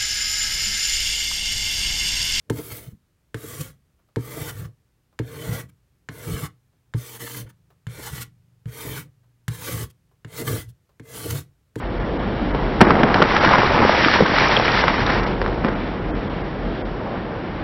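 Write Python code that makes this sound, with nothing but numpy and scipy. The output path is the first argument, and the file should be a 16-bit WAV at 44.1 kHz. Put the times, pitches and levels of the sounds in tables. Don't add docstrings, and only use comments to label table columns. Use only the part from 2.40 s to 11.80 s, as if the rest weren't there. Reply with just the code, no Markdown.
import sys
import numpy as np
from scipy import signal
from scipy.fft import rfft, irfft
from scipy.io import wavfile
from scipy.ndimage import uniform_filter1d, map_coordinates

SR = 44100
rng = np.random.default_rng(int(sys.argv[2]) if len(sys.argv) > 2 else 0)


def wrap_up_sound(samples):
    columns = np.atleast_2d(samples).T
    tamed = np.clip(columns, -1, 1)
    steps = np.round(tamed * 32767).astype(np.int16)
    wavfile.write(sys.argv[1], SR, steps)


N = 414540
T = np.arange(N) / SR

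# (time [s], level of the steel ring [dB], level of the finish crack [dB]), before trims
LANDINGS = [(0.0988, -25.5, -30), (0.9441, -27.5, -39.5), (1.76, -27.5, -41), (2.7906, -26.5, -41),
            (3.688, -28, -69), (4.5381, -32, -89), (5.468, -34.5, -48), (6.2572, -46, -62),
            (7.0808, -26, -28), (7.8471, -37, -58.5), (8.597, -41.5, -56.5), (9.3569, -34, -43)]
# (hardest at [s], blade lifts at [s], hiss at the hardest [dB], swell up to it [dB],
# easing after it [dB], then wood rasp, sizzle, leg shake and bench shake, each relative to the hiss [dB])
STROKES = [(.29, .504, -46.5, 12, 19, -2.5, 8.5, 3.7, 0), (1.197, 1.312, -44, 10.5, 19, -3.1, 2, 1.8, 2),
           (2.046, 2.248, -45, 15.5, 13, 2, 4, 6, 6), (3.165, 3.214, -46.5, 21.5, 5.5, 4, 2.5, 10, 9.5),
           (4.01, 4.05, -46, 12.5, 5, 2, 2.1, 6, 4), (4.88, 5.005, -44.5, 13.5, 2, -2.5, 3, -1.5, -2.5),
           (5.762, 5.822, -42, 19.5, 5.5, 1, -1, -2, 0.5), (6.493, 6.606, -45, 18, 5.5, 1.5, 4.5, 2.6, 1),
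           (7.317, 7.431, -40, 11.5, 3.5, -1.5, 1.5, -2.3, -1), (8.064, 8.212, -37, 37, 10, -1, 2, -3, -1),
           (8.8, 8.984, -42, 43, 0, -2.7, 1, 1.5, 0.5), (9.6, 9.75, -45.5, 16, 5, 4.5, 0, -7, -1.5)]


def from_db(db):
    return 10 ** (np.asarray(db) / 20)


def rms_one(x):
    return x / np.sqrt(np.mean(x ** 2) + 1e-20)


def slow_noise(rate, step):
    r = np.exp(-2 * np.pi * rate * step / SR)
    noise = rng.standard_normal((N + SR) // step + 2)
    settled = signal.lfilter([1], [1, -2 * r, r * r], noise)[SR // step:]
    return rms_one(settled)


def drift(rate, step=16):
    slow = slow_noise(rate, step)
    return np.interp(T, np.arange(len(slow)) * step / SR, slow)


def swell(depth_db, rate, step=32):
    bounded = 2 * np.tanh(slow_noise(rate, step) / 2)
    return np.repeat(from_db(depth_db * bounded), step)[:N]


def coloured(x, spectrum):
    hz, db = np.transpose(spectrum)
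    bins = np.maximum(np.fft.rfftfreq(N, 1 / SR), 1)
    gain = from_db(np.interp(np.log(bins), np.log(hz), db))
    return rms_one(irfft(rfft(x) * gain, N))


def band(x, low_hz, high_hz):
    edges = [low_hz, min(high_hz, SR / 2 - 1000)]
    return signal.sosfilt(signal.butter(2, edges, "band", fs=SR, output="sos"), x + 1e-18)


def add(track, s, sound):
    i = int(s * SR)
    track[i:i + len(sound)] += sound[:N - i]


def fractures(per_s):
    return rms_one(rng.standard_normal(N) * (rng.random(N) < per_s / SR))


def resonate(x, peaks, wander_db, wander_rate):
    out = np.zeros(N)
    for k, (hz, width, db) in enumerate(peaks):
        r = np.exp(-np.pi * width / SR)
        poles = [1, -2 * r * np.cos(2 * np.pi * hz / SR), r * r]
        ringing = (1 - r * r) / 2 * signal.lfilter([1, 0, -1], poles, x)
        out += (-1) ** k * from_db(db) * swell(wander_db, wander_rate) * ringing
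    return out


def strike(modes, contact, vary_db):
    t = T[:SR // 3]
    rings = np.zeros(len(t))
    for hz, db, t60 in modes:
        level_db = db + vary_db * rng.standard_normal() - 60 * t / t60
        rings += from_db(level_db) * np.sin(2 * np.pi * hz * t)
    return rings * (1 - np.exp(-t / contact))


def workshop():
    # (frequency [Hz], level per Hz [dB])
    air_spectrum = [(20, -29.5), (35, -7), (60, -1), (110, -5), (170, -9.5), (250, -16), (400, -19),
                    (700, -26), (1500, -27.5), (4000, -33.5), (9000, -36.5), (16000, -38.5)]
    # (frequency [Hz], level [dB])
    hum_lines = [(96, -11), (120, -1.5), (144, -10.5), (170, -9.5)]
    # (time [s], level [dB])
    hum_levels = [(0, -97), (4.4, -68), (5.3, -59.5), (6.1, -57.5), (6.9, -66.5), (7.7, -68.5), (9.4, -73)]
    hum = np.zeros(N)
    for hz, db in hum_lines:
        line_gain = from_db(db + 2.5 * drift(2.3))
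        phase = 2 * np.pi * np.cumsum(hz * (1 + 0.0078 * drift(2))) / SR
        hum += line_gain * np.sin(phase)
    air = from_db(-66.5) * coloured(rng.standard_normal(N), air_spectrum)
    return from_db(np.interp(T, *np.transpose(hum_levels))) * rms_one(hum) + air


def landings(crack_decay, crush_db):
    # (frequency [Hz], level [dB], t60 [s])
    blade_modes = [(1065, -9, 0.043), (1343, -9, 0.027), (1615, 10.5, 0.009), (1787, -6.5, 0.031),
                   (2143, -11.5, 0.055), (2870, -2, 0.0093), (3457, -13, 0.025), (4123, -23, 0.081),
                   (7170, -5, 0.0089)]
    out, t = np.zeros(N), T[:SR // 20]
    for s, ring_db, crack_db in LANDINGS:
        burst = rng.standard_normal(len(t)) * np.exp(-t / crack_decay)
        add(out, s, from_db(ring_db - 2.0) * strike(blade_modes, contact=0.00024, vary_db=0.5))
        add(out, s, from_db(ring_db + crush_db) * band(burst, 540, 3960))
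        add(out, s, from_db(crack_db + 2) * band(burst, 1900, 11000))
    return out


def knocks():
    # (time [s], leg level [dB], bench level [dB], favoured pitch [Hz]), before trims
    knock_rows = [(0.103, -13, -20, 460), (0.945, -25.5, -29, 416), (1.768, -15, -19, 450),
                  (2.798, -19, -20, 414), (3.691, -30, -29.5, 231), (4.546, -24, -19, 256),
                  (5.469, -41.5, -26, 253), (6.258, -38.5, -24, 253), (7.082, -35, -19, 231),
                  (7.849, -38.5, -31.5, 355), (8.6, -34.5, -37.5, 251), (9.362, -21, -27.5, 364)]
    # (frequency [Hz], level [dB], t60 [s])
    leg_modes = [(264.7, -4.5, 0.11), (315.3, 4.5, 0.045), (386, 3.5, 0.037), (433, 1, 0.045),
                 (516, -27.5, 0.052), (898, -5.5, 0.038)]
    bench_modes = [(68.3, -16.5, 0.17), (119.6, 0.5, 0.15), (143.4, 0.5, 0.073)]
    out = np.zeros(N)
    for s, leg_db, bench_db, pitch_hz in knock_rows:
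        modes = [(hz, db - 7 * abs(np.log2(hz / pitch_hz)), t60) for hz, db, t60 in leg_modes]
        add(out, s, from_db(leg_db + 5) * strike(modes, contact=0.0048, vary_db=1.5))
        add(out, s, from_db(bench_db + 7.5) * strike(bench_modes, contact=0.011, vary_db=2.0))
    return out


def push(law, own_db):
    offset_db, share, bite, lag, fall = law
    gain, elapsed = np.zeros(N), T[:SR]
    for (start, *_), (crest, lift, db, swell_db, ease_db, *_), part_db in zip(LANDINGS, STROKES, own_db):
        t = start + elapsed - lag
        to_go = np.clip((crest - t) / (crest - start), 0, 1)
        past = np.clip((t - crest) / (lift - crest), 0, 1)
        effort_db = -swell_db * to_go ** 2 - ease_db * past ** 2
        level_db = db + part_db + offset_db + share * effort_db - fall * np.maximum(t - lift, 0)
        add(gain, start, from_db(level_db) * np.minimum(elapsed / bite, 1))
    return gain


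def bell(s, half_length):
    out = np.zeros(N)
    near = slice(max(int((s - 4 * half_length) * SR), 0), int((s + 4 * half_length) * SR))
    out[near] = np.exp(-((T[near] - s) / half_length) ** 2)
    return out


def bursts(rows):
    gains = np.zeros((len(rows[0]) - 2, N))
    for s, half_length, *levels_db in rows:
        start = max(s - 3 * half_length, 0)
        bump = np.exp(-((start + T[:SR // 3] - s) / half_length) ** 2)
        for gain, db in zip(gains, levels_db):
            add(gain, start, from_db(db) * bump)
    return gains


def glide(x, share):
    ends = [s for landing, stroke in zip(LANDINGS, STROKES) for s in (landing[0], stroke[1])]
    travel = np.interp(T, ends, [-1, 1] * len(STROKES))
    place = np.cumsum(1 + share * (.5 * drift(3) - travel))
    return map_coordinates(x, [place], order=3, mode="mirror")


def held(x, size):
    return x / np.sqrt(np.abs(uniform_filter1d(x ** 2, size=size)) + 1e-12)


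def steel_ring(x, width_hz, count=52):
    pitches = np.linspace(2600, 15600, count) + rng.uniform(-110, 110, count)
    return rms_one(resonate(x, [(hz, width_hz, 0) for hz in pitches], wander_db=4.5, wander_rate=8))


def edge_hiss(grip, contact, scuff, sizzle_db):
    # (frequency [Hz], level per Hz [dB])
    hiss_spectrum = [(600, -14), (1500, -2), (2700, -4), (3800, -2.5), (4800, -5), (5700, -3.5),
                     (8500, -3.5), (10000, -4.5), (12500, -13), (17000, -35)]
    sizzle_spectrum = [(5000, -24.5), (8000, -15), (10000, -3.5), (12000, 1.5), (14500, 5), (17000, 4.5)]
    # (offset [dB], share of the swing, bite [s], lag [s], fall after the lift [dB/s])
    hiss_law = (.8, 1.0, .035, .003, 470)
    sizzle_law = (-.7, 1.15, .065, .003, 560)
    fine = fractures(per_s=24000) * from_db(2.0 * grip)
    blows = fractures(per_s=12000) * from_db(1.3 * grip)
    edge = fine + from_db(1.5) * glide(steel_ring(blows, width_hz=80), share=.008)
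    hiss_gain = np.hypot(contact * push(hiss_law, np.zeros(len(STROKES))), scuff)
    sizzle_gain = np.hypot(contact * push(sizzle_law, sizzle_db), from_db(-4) * scuff)
    return coloured(edge, hiss_spectrum) * hiss_gain + coloured(edge, sizzle_spectrum) * sizzle_gain


def wood_rasp(coarse, contact, scuff, rasp_db):
    # (frequency [Hz], width [Hz], level [dB])
    wood_peaks = [(895, 97, -1.5), (1063, 41, -2.5), (1163, 70, 1.5), (1344, 46, -1), (1440, 97, -1.5),
                  (1690, 140, -3), (1800, 84, -2), (2020, 45, 3.5), (2128, 65, -2.5), (2304, 72, -1),
                  (2786, 17, -8), (3077, 56, -1.5), (3510, 100, -8), (3960, 170, -18.5), (4280, 84, -8),
                  (5500, 39, -16.5)]
    # (offset [dB], share of the swing, bite [s], lag [s], fall after the lift [dB/s])
    rasp_law = (1.0, .9, .02, .004, 530)
    wood = glide(resonate(coarse, wood_peaks, wander_db=4, wander_rate=5), share=.02)
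    return held(band(wood, 680, 6500), size=2000) * np.hypot(contact * push(rasp_law, rasp_db), scuff)


def leg_shake(coarse, contact, judder, leg_db):
    # (frequency [Hz], width [Hz], level [dB])
    leg_peaks = [(442, 61, -2), (497.4, 43, -4), (581, 22, -14), (671, 100, -18.5)]
    bending_peaks = [(250, 14, 1), (307.8, 25, -2), (350, 69, -7)]
    # (offset [dB], share of the swing, bite [s], lag [s], fall after the lift [dB/s])
    leg_law = (-3.2, .7, .02, -.02, 310)
    bending_law = (-6.0, 1.0, .02, .01, 270)
    leg = glide(resonate(coarse, leg_peaks, wander_db=3.5, wander_rate=4.4), share=-.03)
    bending = resonate(coarse, bending_peaks, wander_db=2.5, wander_rate=2.6)
    shake = from_db(-2.5) * judder
    return (held(band(leg, 330, 1100), size=1500) * np.hypot(contact * push(leg_law, leg_db), shake)
            + held(band(bending, 210, 410), size=1500) * np.hypot(contact * push(bending_law, leg_db), shake))


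def bench_shake(coarse, judder, bench_db):
    # (frequency [Hz], width [Hz], level [dB])
    bench_peaks = [(62.8, 18, -12.5), (107.8, 11, -2), (121.9, 12, 1), (134.8, 14, 0), (180.6, 26, -12.5)]
    # (offset [dB], share of the swing, bite [s], lag [s], fall after the lift [dB/s])
    bench_law = (.5, .55, .03, .022, 170)
    bench = resonate(coarse, bench_peaks, wander_db=3, wander_rate=1.7)
    return held(band(bench, 32, 260), size=1500) * np.hypot(push(bench_law, bench_db), judder)


def scraping():
    # (middle [s], half length [s], loss [dB], negative for a gain)
    skim_rows = [(0.238, 0.083, 5), (2.14, 0.039, 8.5), (4.785, 0.011, 11), (4.972, 0.0058, -2),
                 (5.727, 0.029, 7), (7.195, 0.037, 5.5), (8.049, 0.027, 10)]
    # (middle [s], half length [s], rasp level [dB], hiss level [dB])
    scuff_rows = [(.187, 0.024, -44, -47), (.319, 0.014, -40, -43), (1.212, 0.0074, -48, -36.5),
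                  (2.095, 0.015, -38, -39.5), (2.255, 0.0091, -48, -56), (3.06, 0.0069, -45, -56),
                  (3.137, 0.0095, -41, -44), (3.202, 0.016, -42, -44.5), (3.296, 0.0064, -58.5, -62),
                  (3.965, 0.012, -37.5, -54), (4.052, 0.018, -36, -41), (4.764, 0.017, -54, -62),
                  (4.815, 0.012, -37.5, -43), (4.875, 0.0079, -36, -47), (4.92, 0.012, -58, -44),
                  (4.95, 0.0073, -40.5, -52), (5.072, 0.0086, -54, -68), (5.1, 0.01, -54, -56.5),
                  (5.672, .016, -39.5, -42), (5.822, 0.012, -44, -36.5), (6.41, 0.011, -40.5, -45.5),
                  (6.573, 0.019, -37, -45.5), (7.283, 0.0088, -34, -49), (7.506, 0.0081, -71, -59),
                  (8.08, 0.0086, -29, -38), (8.296, 0.014, -71, -60), (8.658, .005, -55.5, -65),
                  (8.909, 0.0057, -31, -33.5)]
    # (middle [s], half length [s], bench level [dB], leg level [dB] before a trim)
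    judder_rows = [(0.161, 0.048, -38, -40.5), (0.198, 0.012, -40, -34), (0.329, 0.017, -34, -50),
                   (0.485, 0.014, -34, -56), (0.535, 0.016, -41.5, -69.5), (1.045, 0.009, -54, -36),
                   (1.21, 0.013, -25.5, -39), (1.975, 0.01, -44, -33), (2.02, 0.015, -30.5, -41.5),
                   (2.222, 0.067, -32, -52), (3.114, 0.037, -23.5, -49), (3.886, 0.025, -30.5, -38),
                   (3.94, 0.04, -26.5, -37.5), (4.037, 0.026, -28, -45.5), (4.835, 0.023, -37.5, -40),
                   (5.006, 0.074, -35, -50.5), (5.597, 0.012, -47, -39), (5.734, 0.016, -30, -63),
                   (5.802, 0.042, -37, -65), (6.46, 0.013, -53, -38), (6.502, 0.042, -32.5, -40.5),
                   (6.586, 0.037, -35, -57), (6.673, 0.02, -45.5, -66), (7.29, 0.014, -52, -33),
                   (7.352, 0.03, -26, -39.5), (7.425, 0.029, -28, -39.5), (8.013, 0.025, -37, -30),
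                   (8.12, 0.057, -23.5, -29.5), (8.289, 0.033, -37.5, -66), (8.862, 0.0092, -33, -29),
                   (8.94, 0.052, -24.5, -39)]
    *_, rasp_db, sizzle_db, leg_db, bench_db = np.transpose(STROKES)
    skim_db = -sum(db * bell(s, half) for s, half, db in skim_rows)
    contact = from_db(skim_db) * swell(depth_db=1.2, rate=7.7)
    scuff_rasp, scuff_hiss = bursts(scuff_rows)
    judder_bench, judder_leg = bursts(judder_rows)
    grip = 0.32 * drift(250) + 0.55 * drift(32)
    coarse = fractures(per_s=3000) * from_db(1.7 * grip)
    return (edge_hiss(grip, contact, scuff_hiss, sizzle_db)
            + wood_rasp(coarse, contact, scuff_rasp, rasp_db)
            + leg_shake(coarse, contact, judder_leg, leg_db)
            + bench_shake(coarse, judder_bench, bench_db))


def handling(rise, decay):
    # (time [s], level [dB]), before the trim and envelope
    shift_rows = [(1.589, -61), (1.686, -61), (2.726, -59.5), (4.329, -68), (5.302, -52), (6.833, -62.5),
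                  (7.712, -60.5), (8.491, -55.5)]
    # (frequency [Hz], level per Hz [dB])
    rustle_spectrum = [(150, -23), (400, 6), (1200, 2), (2200, -11.5), (4000, -15), (8000, -26),
                       (16000, -17)]
    gain, t = np.zeros(N), T[:SR // 4]
    for s, db in shift_rows:
        add(gain, s, from_db(db - 3.5) * (1 - np.exp(-t / rise)) * np.exp(-t / decay))
    return gain * coloured(fractures(per_s=6000), rustle_spectrum)


def reverberation(x, t60, wet_db):
    t = T[:SR // 2]
    tail = band(rng.standard_normal(len(t)), 130, 3927) * from_db(-60 * t / t60) * (t > .008)
    return from_db(wet_db) * signal.fftconvolve(x, tail / np.sqrt(np.sum(tail ** 2)))[:N]


def scene():
    work = landings(crack_decay=0.0055, crush_db=-1.5) + knocks() + scraping()
    work += handling(rise=0.00091, decay=0.018)
    mix = work + reverberation(work, t60=0.17, wet_db=-20.5) + workshop()
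    return np.tile(mix, (2, 1))


def record(dry):
    return signal.sosfilt(signal.ellip(10, .2, 70, 15900, fs=SR, output="sos"), dry)


dry = scene()
out = record(dry)
wrap_up_sound(out)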